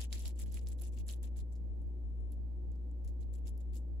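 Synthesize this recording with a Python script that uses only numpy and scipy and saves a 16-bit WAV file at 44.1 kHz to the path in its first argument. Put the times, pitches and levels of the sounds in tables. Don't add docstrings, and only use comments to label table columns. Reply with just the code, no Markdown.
import sys
import numpy as np
from scipy import signal
from scipy.fft import rfft, irfft, next_fast_len
from scipy.io import wavfile

SR = 44100
rng = np.random.default_rng(int(sys.argv[2]) if len(sys.argv) > 2 else 0)


def digitize_waveform(pressure):
    field = np.atleast_2d(pressure).T
    bounded = np.clip(field, -1, 1)
    quanta = np.round(bounded * 32767).astype(np.int16)
    wavfile.write(sys.argv[1], SR, quanta)


N = 176400
TIME_S = np.arange(N) / SR
FFT_SIZE = next_fast_len(N + SR // 2)
FREQS_HZ = np.maximum(np.arange(FFT_SIZE // 2 + 1) * SR / FFT_SIZE, 1)
ROOM_T60_S, ROOM_ONSET_S = 0.098, 0.00038


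def from_db(db):
    return 10 ** (np.asarray(db) / 20)


def unit_rms(x):
    return x / np.sqrt(np.mean(x ** 2) + 1e-20)


def per_bin(points):
    hz, value = np.transpose(points)
    return np.interp(np.log(FREQS_HZ), np.log(hz), value)


def drift(corner_hz):
    spectrum = rfft(rng.standard_normal(FFT_SIZE)) / (1 + (FREQS_HZ / corner_hz) ** 2)
    return unit_rms(irfft(spectrum, FFT_SIZE)[:N])


def cavity(x, hz, width):
    return signal.lfilter(*signal.iirpeak(min(hz, SR / 3), 1 / width, fs=SR), x + 1e-18)


def low_cut(x, corner_hz=1070):
    return signal.sosfilt(signal.butter(2, corner_hz, "high", fs=SR, output="sos"), x + 1e-18)


def reflections(x):
    decay = from_db(-60 / (ROOM_T60_S * SR)) ** 2
    energy = signal.lfilter([1 - decay], [1, -decay], x ** 2 + 1e-18)
    return np.sqrt(np.interp(TIME_S - ROOM_ONSET_S, TIME_S, energy)) * rng.standard_normal((2, N))


def mic_colour(x, response):
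    cepstrum = irfft(np.log(unit_rms(from_db(per_bin(response)))), FFT_SIZE)
    cepstrum[1:FFT_SIZE // 2] *= 2
    cepstrum[FFT_SIZE // 2 + 1:] = 0
    return irfft(rfft(x, FFT_SIZE) * np.exp(rfft(cepstrum)), FFT_SIZE)[:N]


def rumble():
    # freq_hz, density_db_per_hz
    density = [(10, -59.5), (28, -70.5), (50, -87), (90, -79), (150, -89.5), (190, -88.5), (232, -79),
               (275, -85.5), (350, -86.5), (410, -93), (500, -91.5), (700, -101), (920, -102), (990, -111),
               (1200, -116), (1500, -121), (3000, -126), (5000, -130), (7200, -129), (10000, -132),
               (15500, -134)]
    # freq_hz, correlation (before clipping)
    likeness = [(20, -1.1), (60, 0.16), (140, 0.89), (240, 0.52), (500, 0.58), (900, -.2), (2000, 0.52),
                (15000, -0.13)]
    mid, side = rfft(rng.standard_normal((2, FFT_SIZE)))
    correlation = np.clip(per_bin(likeness), -.99, .99)
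    stereo = np.sqrt(1 + correlation) * mid + np.sqrt(1 - correlation) * side * np.array([[1], [-1]])
    return irfft(stereo * from_db(per_bin(density)) * np.sqrt(SR) / 2, FFT_SIZE)[:, :N]


def motor(pitch_hz=59.3, waver_hz=0.078, left_lag_s=0.00061):
    # harmonic, rms_db, left_minus_right_db, flutter_ratio
    hum = [(1, -39.5, 1.6, 0.053), (2, -69.5, -8.5, 0.47), (3, -65, -0.5, 0.22), (5, -70, 3, 0.46),
           (6, -72.5, -9.5, 0.75)]
    # pitch_hz, rms_db
    whines = [(861, -92), (887, -91.5), (2200, -99.5), (2965, -98.5), (3990, -105)]
    turn_rad = 2 * np.pi * np.cumsum(pitch_hz + waver_hz * drift(5.5)) / SR
    lag_rad = np.array([[2 * np.pi * pitch_hz * left_lag_s], [0]])
    out = np.zeros((2, N))
    for harmonic, db, pan_db, flutter in hum:
        phase = round(harmonic) * turn_rad - lag_rad + rng.uniform(0, 2 * np.pi)
        tone = np.sqrt(2) * np.sin(phase) * (1 + flutter * drift(7.3))
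        out += from_db([[db + pan_db / 2], [db - pan_db / 2]]) * tone
    for hz, db in whines:
        phase = 2 * np.pi * hz * TIME_S + drift(25) + rng.uniform(0, 2 * np.pi, (2, 1))
        out += from_db(db) * np.sqrt(2) * np.sin(phase)
    return out


def add_snap(out, start_s, db, hz, pan_db, width, room_db, decay_s=0.0002, bypass_db=-16.5):
    t = TIME_S[:SR // 8]
    span = slice(int(start_s * SR), min(int(start_s * SR) + len(t), N))
    direct = rng.standard_normal(len(t)) * np.exp(-t / decay_s)
    tail = rng.standard_normal((2, len(t))) * from_db(-60 * t / ROOM_T60_S) * (t > ROOM_ONSET_S)
    direct, tail = (unit_rms(cavity(x, hz, width) + from_db(bypass_db) * x) for x in (direct, tail))
    stereo = from_db([[pan_db / 2], [-pan_db / 2]]) * direct + from_db(room_db) * tail
    out[:, span] += from_db(db) * stereo[:, :span.stop - span.start] / np.sqrt(len(t))


def ticks(pitch_hz=11300, spread_oct=0.21, width=0.5, recoil_s=0.0011, recoil_db=-6.5):
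    # start_s, level_db, left_minus_right_db
    threads = [ (0.0417, -38, -14), (0.2793, -36, -24), (0.392, -33.5, 5), (0.4005, -34, -2),
               (0.524, -42.5, -15), (0.6868, -32, 1), (0.813, -42, -18), (0.8198, -38, -21),
               (1.083, -34.5, -11), (1.1260, -41, -19), (1.1615, -55, -13), (1.231, -39, -17),
               (1.369, -49, -21), (2.3202, -43.5, -9), (2.9137, -57.5, 6), (3.0485, -50, -9),
               (3.333, -58, -12), (3.5777, -43.5, -9)]
    stray_per_s, stray_db, stray_spread_db = 28, -65.5, 5
    hits = rng.random(N) < stray_per_s / SR
    stray = hits * from_db(stray_db + stray_spread_db * rng.standard_normal(N))
    out = cavity(stray + reflections(stray), pitch_hz, width)
    for start_s, db, pan_db in threads:
        for delay_s, offset_db in ((0, 0), (recoil_s * rng.uniform(0.72, 1.3), recoil_db)):
            hz = pitch_hz * 2 ** (spread_oct * rng.standard_normal())
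            add_snap(out, start_s + delay_s, db + offset_db, hz, pan_db, width, room_db=-10)
    return low_cut(out)


def pops():
    # start_s, level_db, pitch_hz, left_minus_right_db
    pockets = [(0.015, -28, 4220, -10), (0.1279, -23.5, 4700, -15), (0.1286, -23.5, 4270, 4),
               (.2568, -28, 4440, -11), (0.267, -38, 4600, -4), (0.5433, -33, 8900, -10),
               (0.5729, -34, 2580, -13), (0.6713, -34.5, 5300, 4), (0.7181, -42.5, 5760, 7),
               (0.9874, -39.5, 5900, 0), (1.0898, -29.5, 3920, -10), (1.391, -45, 4350, -16),
               (1.555, -51, 5200, -3), (1.562, -50.5, 5180, -3), (2.718, -53.5, 4500, -2),
               (2.757, -58.5, 3770, -9), (3.077, -42, 5400, -8), (3.472, -42.5, 5500, -16),
               (3.48, -41.5, 5300, -12), (3.755, -42.5, 5000, -5), (3.768, -38, 7800, -1)]
    out = np.zeros((2, N))
    for start_s, db, hz, pan_db in pockets:
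        add_snap(out, start_s, db, hz, pan_db, width=0.42, room_db=-1.5)
    return out


def peeling(bands=16, grains_per_s=2200, spread_db=4.5, clump_db=2.2, patchy_db=3.5, room_db=-1.5):
    clumps = from_db(clump_db * drift(90))
    out = np.zeros((2, N))
    for hz in np.geomspace(1750, 14000, bands):
        sizes = from_db(spread_db * np.minimum(rng.exponential(1, N), 3))
        grains = sizes * (rng.random(N) < grains_per_s / bands / SR)
        grains = unit_rms(grains * clumps * from_db(patchy_db * drift(24)))
        pan_rad = rng.uniform(0, 2 * np.pi, N)
        direct = np.sqrt(2) * grains * np.array([np.cos(pan_rad), np.sin(pan_rad)])
        out += cavity(direct + from_db(room_db) * reflections(grains), hz, width=0.18)
    return unit_rms(low_cut(out))


def wet_body(x, body_db, band_hz=(2280, 4400)):
    bell = signal.butter(1, band_hz, "band", fs=SR)
    return x + signal.lfilter(*bell, x * (from_db(body_db) - 1) + 1e-18)


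def strokes(attack_s=0.0081, release_s=0.0068, rub_hz=(264, 755), rub_db=-7.5):
    # start_s, length_s, level_db, fall_over_stroke_db, body_db
    slides = [ (0.0, 0.056, -51.5, 11.5, 12), (0.097, 0.03, -71, -6.5, 2), (0.118, 0.13, -57.5, 6.5, 10),
              (0.248, 0.061, -54, 8.5, 6), (0.349, 0.033, -78.5, -10, 5), (0.386, 0.052, -56.5, 5.5, 3.5),
              (0.456, 0.057, -63.5, 24, 10.5), (0.512, 0.081, -66.5, -3, 7.5), (0.608, 0.033, -69.5, 14, 6),
              (0.657, 0.071, -67.5, -3, 4.5), (0.775, 0.025, -76, -12.5, 2), (0.81, 0.076, -56.5, 12.5, 3),
              (0.916, 0.033, -72, -4.5, -2), (0.958, 0.055, -71.5, -5.5, 7), (1.059, 0.021, -68.5, -2, 1),
              (1.078, 0.06, -57, 5, 8), (1.137, 0.034, -75.5, -0.5, 8.5), (1.224, 0.057, -57.5, 12, 1.5),
              (1.357, 0.059, -67.5, 2.5, 4), (1.515, 0.023, -73, 1, -3), (2.317, 0.017, -65.5, 9, 4),
              (3.038, 0.023, -78.5, -3.5, 5.5), (3.069, 0.023, -73.5, -2, 1),
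              (3.202, 0.032, -74.5, -0.5, 10.5), (3.328, 0.033, -69, 3, 3.5), (3.377, 0.014, -69, 10, 6),
              (3.451, 0.039, -68.5, -5.5, 5), (3.597, 0.018, -71, 1, 4.5), (3.727, 0.058, -69.5, -1, 6)]
    crackle = peeling()
    rub_band = signal.butter(2, rub_hz, "band", fs=SR, output="sos")
    rub = from_db(rub_db) * unit_rms(signal.sosfilt(rub_band, rng.standard_normal((2, N))))
    sticky, palms = np.zeros((2, 2, N))
    for start_s, length_s, db, fall_db, body_db in slides:
        span = slice(max(int(start_s * SR), 0), int((start_s + length_s + .06) * SR))
        t = np.maximum(TIME_S[span] - start_s, 0)
        envelope = np.minimum(t / attack_s, 1) * np.exp(-np.maximum(t - length_s, 0) / release_s)
        envelope *= from_db(db - fall_db * np.minimum(t / length_s, 1))
        sticky[:, span] += wet_body(crackle[:, span] * envelope, body_db)
        palms[:, span] += rub[:, span] * envelope
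    return sticky, palms


def scene():
    # freq_hz, relative_db
    left_response = [(500, -15), (1400, -11), (2100, -14.5), (3500, -12.5), (5400, -10.5), (6700, -4.5),
                     (7450, 1), (8300, -8), (9400, -15), (11000, -25.5), (15200, -14)]
    right_response = [(500, -7), (1400, -10.5), (2100, -11.5), (3500, -10.5), (4300, -10.5), (5400, -11.5),
                      (7400, -12.5), (9200, -10), (10900, 1), (12400, -9.5), (14000, -16.5), (15200, -14.5)]
    sticky, palms = strokes()
    left, right = sticky + pops() + ticks()
    cheese = np.array([mic_colour(left, left_response), mic_colour(right, right_response)])
    return cheese + palms + motor() + rumble()


def record(dry):
    cutoff_hz = 15750
    return signal.sosfiltfilt(signal.ellip(10, .05, 60, cutoff_hz, fs=SR, output="sos"), dry)


dry = scene()
out = record(dry)
digitize_waveform(out)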